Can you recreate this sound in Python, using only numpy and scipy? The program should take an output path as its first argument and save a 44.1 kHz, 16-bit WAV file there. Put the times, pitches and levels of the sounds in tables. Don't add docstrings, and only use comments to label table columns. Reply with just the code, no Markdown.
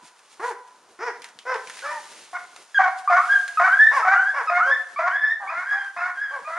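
import sys
import numpy as np
from scipy import signal
from scipy.fft import rfft, irfft
from scipy.io import wavfile

SR = 44100
rng = np.random.default_rng(int(sys.argv[2]) if len(sys.argv) > 2 else 0)


def wav_record(signal):
    frames = np.transpose(np.atleast_2d(signal))
    bounded = np.clip(frames, -1, 1)
    quanta = np.round(bounded * 32767).astype(np.int16)
    wavfile.write(sys.argv[1], SR, quanta)


N = 290161
TIME_S = np.arange(N) / SR
LEAD_S = 1

# frequency in Hz, gain in dB.
AIR_SPECTRUM = [(20,-25),(100,-13.5),(300,-10.5),(900,10.5),(1500,8),(3000,-15.5),(6000,-24),(11000,-21.5)]
LEAF_SPECTRUM = [(100,-22),(300,-15.5),(700,-4),(1800,2),(3000,0.5),(5000,-0.5),(8000,-0.5),(10500,-5.5),(12500,-23)]
SCUFF_SPECTRUM = [(30,-34.5),(110,-17.5),(200,-7),(350,1),(480,2),(700,-2),(2000,-33)]
# frequency in Hz, left-right correlation.
STEREO_COHERENCE = [(30,.4),(200,0.97),(1500,1),(3000,0.9),(6000,0.69),(11000,0.53)]
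# time in seconds, relative level in dB.
RUSTLE_ENVELOPE = [(0, -62), (.6, -63), (.88, -65), (1.05, -61.5), (1.36, -64.5), (1.76, -48), (2.2, -51.5),
                   (2.45, -56.5), (2.88, -57), (3.3, -50), (3.6, -51.5), (4.3, -56), (4.8, -58),
                   (5.35, -63.5), (5.75, -58), (6.25, -62.5), (6.58, -54)]
SCUFF_ENVELOPE = [(0,-72.5),(.9,-64),(2.4,-61),(2.9,-68),(6.58,-72.5)]
# centre in seconds, half width in seconds, relative level in dB.
LEAF_SWISHES = [(0.057, 0.03, -57), (0.322, 0.028, -63), (0.479, 0.049, -50), (0.678, 0.0088, -64),
                (2.991, 0.011, -57), (3.972, 0.033, -50.5)]
# peak time in seconds, relative level in dB.
BOOT_THUDS = [(0.031, -54), (1.365, -61), (1.68, -61), (3.576, -62), (4.808, -68.5), (4.95, -61.5),
              (5.579, -53.5), (5.974, -61), (6.418, -59)]
# start in seconds, relative level in dB, ring in Hz.
TWIG_SNAPS = [(0.192, -44, 1460), (1.2198, -32, 2620), (1.243, -28.5, 1700), (1.2877, -39, 1370),
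              (1.389, -33.5, 3100), (1.542, -33, 3000), (1.5607, -39, 3000), (1.6724, -31.5, 2170),
              (1.698, -27.5, 1645), (1.7708, -33.5, 1730), (1.7906, -29.5, 2110), (2.5626, -33.5, 1250),
              (2.974, -43, 1510), (3.479, -26.5, 1610), (4.8187, -40.5, 1790)]
# delay in seconds, signed gain.
TRUNK_ECHOES = [(.0113,0.11),(0.0251,-0.11),(.038,0.14),(.057,-.12),(.083,0.16)]
# frequency in Hz, T60 in seconds.
WOOD_DECAY = [(300,0.19),(750,0.93),(1000,0.66),(1500,0.68),(3500,0.53),(9000,0.34)]
# frequency in Hz, gain in dB.
DEEP_TRACT = [(100, -57.5), (400, -31), (600, 0), (760, 3.5), (1000, 6.5), (1250, 0.5), (1550, 5.5),
              (2250, -3.5), (2900, -20.5), (4200, -28), (5300, -12.5), (6400, -24.5), (11000, -52.5)]
HIGH_TRACT = [(150,-72),(520,-44),(700,-15),(880,1),(1050,4.5),(1500,2.5),(1850,4),(2250,-1),(2550,-13),(2900,-21),(3500,-22),(5200,-22.5),(7000,-27),(11000,-66)]
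MUZZLE_RESPONSE = [(2400, 4), (2800, -3), (3300, -3.5), (4100, -2.5), (5000, 6.5), (6200, 9.5),
                   (7200, -4.5)]
# harmonic number, relative level in dB.
THIN_OVERTONES = [(2, 3.5), (3, -16.5), (4, -21.5)]
# start in seconds, length in seconds,
# pitch turning point as a fraction of length, start, turning and end pitch in Hz,
# fundamental and overtone levels in dB, mouth resonance in Hz, treble tilt in dB per octave.
DEEP_HOUND_BARKS = [ (0.394, .138, 0.57, 338.2, 507, 344, -34, -27, 1030, -6),
                    (0.988, 0.13, 0.54, 317, 500, 352, -34.5, -27, 1170, 1),
                    (1.451, .125, 0.48, 475, 523, 389.3, -32, -25.5, 1294, -1.5),
                    (1.821, .135, .65, 515, 604.5, 597, -38.5, -30.5, 1470, -2.5),
                    (3.909, 0.12, .32, 471.7, 564, 350, -41, -18, 1114, -2.5),
                    (4.333, 0.098, .35, 492.6, 572, 392, -40.5, -21, 1357, -5.5),
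                    (4.649, 0.092, 0.515, 521, 552.7, 491, -36, -28, 1105, -2.5),
                    (5.399, 0.083, 0.66, 433, 381, 417, -78.5, -29, 835, -21),
                    (6.307, 0.1, 0.21, 502, 577, 445, -42, -31, 1000, -9.5), ]
# start in seconds, length in seconds, start and end pitch in Hz,
# start, end and overtone levels in dB.
HIGH_HOUND_YIPS = [ (1.821, 0.051, 1534, 1243, -34.5, -32, -59), (1.906, .09, 994, 872, -34.5, -35.5, -52),
                   (2.744, 0.044, 1674, 1563, -29.5, -9, -40),
                   (3.075, 0.037, 1164, 1264, -16, -23.5, -49.5),
                   (3.572, .028, 1279, 1266, -19.5, -14.5, -45), (4.025, 0.025, 1286, 1300, -22, -16, -51),
                   (4.472, 0.035, 1295, 1238, -26, -21, -39), (4.96, 0.037, 1125, 1259, -28.5, -34, -45.5),
                   (5.472, 0.039, 1094, 1290, -31, -30.5, -43), (5.972, 0.047, 1232, 1335, -48, -26, -45),
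                   (6.446, 0.048, 1192, 1233, -38.5, -29, -52.5), ]
# start in seconds, length in seconds, start and end pitch in Hz, relative
# fundamental and overtone levels in dB, level ramp in dB, mid-bark mouth resonance in Hz, crack in dB.
HIGH_HOUND_BARKS = [ (2.327, 0.055, 756, 695.6, -38, -31, 8.5, 1100, 7),
                    (2.786, 0.11, 792, 702.8, -21, -21, -7, 1080, 2),
                    (3.096, 0.11, 701.7, 741, -20, -16, 1.5, 1430, -5),
                    (3.594, 0.099, 712.5, 769.7, -23.5, -16, 2, 1440, -5),
                    (4.045, 0.12, 748.4, 786.7, -21, -19, -4.5, 1510, 3),
                    (4.494, 0.123, 696.3, 756, -26.5, -24, -1, 1890, 4),
                    (4.986, 0.11, 665, 747.6, -29, -25.5, -6.5, 1350, 11),
                    (5.496, .165, 657.4, 763, -40, -27.5, 3, 1710, -4),
                    (5.716, 0.11, 798, 786.5, -32.5, -30.5, 3, 1670, -24),
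                    (5.961, 0.16, 694.2, 757.4, -36.5, -26, 7, 1520, -8),
                    (6.47, 0.13, 643, 690, -34.5, -32, 6, 1600, 3), ]
# start, length and scoop time in seconds, start, scooped and end pitch in Hz,
# body level in dB, crest delay in seconds, crest level in dB, relative rasp in dB at 1600 Hz.
HIGH_HOUND_SQUEALS = [ (3.176, 0.098, 0.024, 1065, 1178, 1486, -30.5, 0.012, -15, -18),
                      (3.281, 0.14, 0.024, 1516, 1635, 1574, -23.5, 0.052, -11.5, -24),
                      (3.654, 0.12, 0.047, 1038, 1493, 1675, -22.5, .075, -16, -14.5),
                      (3.78, 0.14, 0.082, 1671, 1808, 1893, -21.5, 0.042, -11, -25.5),
                      (4.13, .195, 0.018, 1115, 1389, 1717, -23.5, 0.037, -16, -16),
                      (4.575, 0.19, .06, 1011, 1465, 1827, -21.5, 0.16, -15, -17),
                      (5.09, 0.11, .055, 1350, 1667, 1738, -24.5, 0.11, -21.5, -11.5),
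                      (5.209, 0.13, 0.068, 1711, 1756, 1795, -22.5, 0.014, -17.5, -16.5),
                      (5.654, 0.24, 0.062, 1552, 1676, 1547, -31.5, 0.084, -24, -10),
                      (6.152, 0.21, 0.073, 1610, 1666, 1570, -34, 0.082, -26, -14.5), ]


def gain_of(db):
    return 10 ** (np.asarray(db) / 20)


def unit_rms(x):
    return x / np.sqrt(np.mean(x ** 2) + 1e-20)


def lookup(points, hz):
    knots_hz, values = np.transpose(points)
    return np.interp(np.log(hz + 1), np.log(knots_hz + 1), values)


def colour(x, spectrum):
    size = 2 * x.shape[-1]
    response = gain_of(lookup(spectrum, np.fft.rfftfreq(size, 1 / SR)))
    return irfft(rfft(x, size) * response, size)[..., :size // 2]


def resonate(x, hz, width_hz):
    carrier = np.exp(2j * np.pi * np.cumsum(hz) / SR)
    pole = np.exp(-np.pi * width_hz / SR)
    return 2 * (carrier * signal.lfilter([1 - pole], [1, -pole], x / carrier)).real


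def add(mix, start_s, sound):
    part = mix[max(round(start_s * SR), 0):][:len(sound)]
    part += sound[:len(part)]


def wander(size, cutoff_hz):
    hz = np.fft.rfftfreq(SR, 1 / SR)
    return unit_rms(irfft(rfft(rng.standard_normal(SR)) / (1 + (hz / cutoff_hz) ** 4)))[:size]


def stereo(a, b):
    coherence = np.clip(lookup(STEREO_COHERENCE, np.fft.rfftfreq(N, 1 / SR)), -1, 1)
    mid = rfft(a) * np.sqrt((1 + coherence) / 2)
    side = rfft(b) * np.sqrt((1 - coherence) / 2)
    return irfft(np.array([mid + side, mid - side]), N)


def call_time(length_s):
    t = np.arange(0, length_s, 1 / SR)
    return t, t / length_s


def bell(x, centre, half_width):
    return np.exp(-((x - centre) / half_width) ** 2)


def gate(size, fade_s):
    t = np.arange(size) / SR
    return np.sin(np.pi / 2 * np.clip(np.minimum(t, (t[-1] - t) / 2) / fade_s, 0, 1)) ** 2


def air(level_db=-60):
    return gain_of(level_db) * unit_rms(stereo(*colour(rng.standard_normal((2, N)), AIR_SPECTRUM)))


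def thuds(gain_db=-3, band_hz=(150, 330), rise_s=0.011):
    out, t = np.zeros(N), np.arange(SR // 8) / SR
    band = signal.butter(2, band_hz, "band", fs=SR, output="sos")
    envelope = t / rise_s * np.exp(1 - t / rise_s)
    for peak_s, db in BOOT_THUDS:
        push = unit_rms(signal.sosfilt(band, rng.standard_normal(len(t))))
        add(out, peak_s - rise_s, gain_of(gain_db + db) * push * envelope)
    return out


def leaves(gain_db=4, spread_db=2, cracks_per_s=1800, wash=0.97, clump_db=1.6, scuff_swell_db=5):
    cracks = rng.choice([-1, 1], (2, N)) * (rng.random((2, N)) < cracks_per_s / SR)
    cracks = cracks * gain_of(spread_db * np.minimum(rng.exponential(1, (2, N)), 4))
    crackle = colour(unit_rms(cracks) + wash * rng.standard_normal((2, N)), LEAF_SPECTRUM)
    knots = N // 1600
    clumps = np.interp(TIME_S, np.linspace(0, TIME_S[-1], knots), rng.standard_normal(knots))
    scuff = unit_rms(colour(rng.standard_normal(N), SCUFF_SPECTRUM))
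    scuff *= gain_of(np.interp(TIME_S, *np.transpose(SCUFF_ENVELOPE)) + scuff_swell_db * clumps)
    motion = gain_of(np.interp(TIME_S, *np.transpose(RUSTLE_ENVELOPE)))
    motion += sum(gain_of(db) * bell(TIME_S, at_s, half_s) for at_s, half_s, db in LEAF_SWISHES)
    return unit_rms(stereo(*crackle)) * motion * gain_of(gain_db + clump_db * clumps) + scuff


def twigs(gain_db=-4, crack_t60_s=0.014, settle_db=-9, settle_t60_s=0.24):
    out, t = np.zeros((2, N)), np.arange(SR // 10) / SR
    envelope = gain_of(-60 * t / crack_t60_s) + gain_of(settle_db - 60 * t / settle_t60_s)
    for start_s, db, ring_hz in TWIG_SNAPS:
        for channel in out:
            burst = colour(rng.standard_normal(len(t)), LEAF_SPECTRUM)
            stick = signal.lfilter(*signal.iirpeak(ring_hz, Q=3, fs=SR), burst)
            snap = unit_rms(unit_rms(burst) + unit_rms(stick))
            add(channel, start_s, gain_of(gain_db + db) * envelope * snap)
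    return stereo(*out)


def wood(calls, thicket_db=-14, thicket_t60_s=0.16, ring_db=-13, side_db=-19, echoes_per_s=1500):
    size = SR * 3 // 2
    taps = rng.standard_normal((2, size)) * (rng.random((2, size)) < echoes_per_s / SR)
    taps *= np.arange(size) > .008 * SR
    hz, t, spectra = signal.stft(taps, SR, nperseg=256)
    echo = 0
    for db, t60_s in ((thicket_db, thicket_t60_s), (ring_db, lookup(WOOD_DECAY, hz)[:, None])):
        tail = signal.istft(spectra * gain_of(-60 * t / t60_s), SR, nperseg=256)[1]
        echo = echo + gain_of(db) * tail / np.linalg.norm(tail[0])
    mid, side = echo[0], gain_of(side_db) * np.gradient(echo[1]) * SR / (2 * np.pi * 500)
    mid[0] += 1
    for delay_s, gain in TRUNK_ECHOES:
        mid[round(delay_s * SR)] += gain
    heard = signal.fftconvolve(calls[None], np.array([mid + side, mid - side]), axes=1)
    return heard[:, LEAD_S * SR:][:, :N]


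def full_voice(hz, low_db, upper_db, mouth_hz, rough, tract, mouth_db, mouth_width_hz, fade_s):
    size = len(hz)
    jitter = .04 * np.sqrt(rough)
    cycles = np.cumsum(hz * (1 + jitter * wander(size, 160))) / SR
    multiples = np.arange(3, 37)[:, None] / 2
    gains = np.where(multiples % 1, 2 * rough * abs(1 + wander(size, 46) / 2), 1)
    boost_db = mouth_db / (1 + ((multiples * hz - mouth_hz) / mouth_width_hz) ** 2)
    gains *= gain_of(lookup(tract, multiples * hz) + boost_db)
    phases = 2 * np.pi * (multiples * cycles + rng.random(multiples.shape))
    overtones = (gains * np.cos(phases)).sum(0) / np.sqrt((gains ** 2).sum(0) / 2)
    airflow = .5 + np.exp(-(cycles % 1) / 0.04)
    puffs = colour(airflow * rng.standard_normal(size), tract)
    puffs = unit_rms(puffs + resonate(puffs, mouth_hz, mouth_width_hz))
    upper = np.sqrt(1 - rough) * overtones + np.sqrt(rough) * puffs
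    fundamental = np.sqrt(2) * np.cos(2 * np.pi * cycles) * (1 + rough * wander(size, 70))
    shimmer_db = 2 * wander(size, 45)
    voice = gain_of(low_db) * fundamental + gain_of(upper_db) * upper
    return gate(size, fade_s) * gain_of(shimmer_db) * voice


def thin_voice(hz, db, overtone_db, rasp_db, rasp_db_per_octave=-8, jitter=.011, shimmer=.2):
    size = len(hz)
    phase = 2 * np.pi * np.cumsum(hz * (1 + jitter * wander(size, 200))) / SR
    tone = np.sqrt(2) * np.cos(phase) * np.exp(shimmer * wander(size, 37))
    overtones = sum(gain_of(level_db) * np.sqrt(2) * np.cos(k * phase) * (1 + wander(size, 65) / 2)
                    for k, level_db in THIN_OVERTONES)
    overtones = colour(overtones, MUZZLE_RESPONSE)
    breath = colour(rng.standard_normal(size), HIGH_TRACT)
    rasp = unit_rms(resonate(breath, hz, width_hz=500))
    rasp *= gain_of(rasp_db + rasp_db_per_octave * np.log2(hz / 1600))
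    return gate(size, fade_s=.0022) * (gain_of(db) * (tone + rasp) + gain_of(overtone_db) * overtones)


def deep_bark(length_s, turn_at, start_hz, turn_hz, end_hz, low_db, upper_db, mouth_hz, tilt_db_per_oct,
              loudest_at=.48, arch_power=1.7, mouth_fall=.3, shadow_hz=1460):
    _, u = call_time(length_s)
    arch = np.interp(u, [0, turn_at, 1], [1, 0, 1]) ** arch_power
    hz = turn_hz + (np.where(u < turn_at, start_hz, end_hz) - turn_hz) * arch
    slack = np.interp(u, [0, loudest_at, 1], [1, 0, 1]) ** 2
    low_db = low_db + np.where(u < loudest_at, -14, -11) * slack
    upper_db = upper_db + np.where(u < loudest_at, -15, -13.5) * slack
    mouth_hz = mouth_hz * (1 - mouth_fall * (u - .5))
    tract = [(f, db + tilt_db_per_oct * max(np.log2(f / shadow_hz), 0)) for f, db in DEEP_TRACT]
    return full_voice(hz, low_db, upper_db, mouth_hz, rough=.09 + .15 * slack, tract=tract,
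                      mouth_db=9, mouth_width_hz=70, fade_s=0.0034)


def yip(length_s, start_hz, end_hz, start_db, end_db, overtone_db):
    _, u = call_time(length_s)
    hz = start_hz + (end_hz - start_hz) * u
    db = start_db + (end_db - start_db) * u
    return thin_voice(hz, db, overtone_db, rasp_db=-23)


def high_bark(length_s, start_hz, end_hz, low_db, upper_db, ramp_db, clear_mouth_hz, crack_db,
              break_mouth_hz=1140, clear_db=3, low_fall_db=8.5):
    t, u = call_time(length_s)
    clear = bell(u, .54, .22)
    sag = 1 - .02 * bell(u, .25, .2)
    waver = 1 + .009 * wander(len(t), 40)
    hz = (start_hz + (end_hz - start_hz) * u) * sag * waver
    effort_db = ramp_db * (u - .5) + crack_db * bell(u, .96, .22)
    low_db = low_db + effort_db - low_fall_db * (u - .5)
    upper_db = upper_db + effort_db + clear_db * clear
    mouth_hz = break_mouth_hz + (clear_mouth_hz - break_mouth_hz) * clear
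    return full_voice(hz, low_db, upper_db, mouth_hz, rough=.38 - .33 * clear, tract=HIGH_TRACT,
                      mouth_db=16, mouth_width_hz=560, fade_s=0.0069)


def squeal(length_s, scoop_s, start_hz, scooped_hz, end_hz, body_db, crest_s, crest_db, rasp_db,
           attack_db=-8, release_db=-7.5, waver_hz=26, waver_db=1.9):
    t, _ = call_time(length_s)
    hz = np.interp(t, [0, scoop_s, length_s], [start_hz, scooped_hz, end_hz])
    hz *= 1 + .008 * wander(len(t), waver_hz)
    db = body_db + (crest_db - body_db) * bell(t, crest_s, .036)
    db += attack_db * bell(t, 0, .013) + release_db * bell(t, length_s, .019)
    octaves_below = np.maximum(np.log2(1620 / hz), 0)
    overtone_db = -48 + .73 * (db + 20) - 21.5 * octaves_below
    db += waver_db * wander(len(t), waver_hz)
    overtone_db += waver_db * wander(len(t), waver_hz)
    return thin_voice(hz, db, overtone_db, rasp_db)


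def hounds(high_bark_db=-2, early_bark_s=-0.24, early_bark_db=-5):
    out = np.zeros(N + LEAD_S * SR)
    small_chest = signal.butter(5, 570, "high", fs=SR, output="sos")
    for start_s, *row in HIGH_HOUND_YIPS:
        add(out, LEAD_S + start_s, yip(*row))
    for start_s, *row in HIGH_HOUND_BARKS:
        add(out, LEAD_S + start_s, gain_of(high_bark_db) * signal.sosfilt(small_chest, high_bark(*row)))
    for start_s, *row in HIGH_HOUND_SQUEALS:
        add(out, LEAD_S + start_s, squeal(*row))
    for start_s, *row in DEEP_HOUND_BARKS:
        add(out, LEAD_S + start_s, deep_bark(*row))
    add(out, LEAD_S + early_bark_s, gain_of(early_bark_db) * deep_bark(*DEEP_HOUND_BARKS[0][1:]))
    return signal.sosfilt(signal.butter(3, 230, "high", fs=SR, output="sos"), out)


def scene():
    return wood(hounds()) + leaves() + twigs() + thuds() + air()


def record(dry, notch_hz=7800, notch_width_hz=220, notch_db=-10, left_lag_samples=0.79, cutoff_hz=12400):
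    hz = np.fft.rfftfreq(N, 1 / SR)
    spectrum = rfft(dry) * gain_of(notch_db * bell(hz, notch_hz, notch_width_hz))
    spectrum[0] *= np.exp(-2j * np.pi * hz * left_lag_samples / SR)
    low_pass = signal.firwin(129, cutoff_hz, window=("kaiser", 9), fs=SR)
    return signal.oaconvolve(irfft(spectrum, N), low_pass[None], "same", axes=1)


dry = scene()
out = record(dry)
wav_record(out)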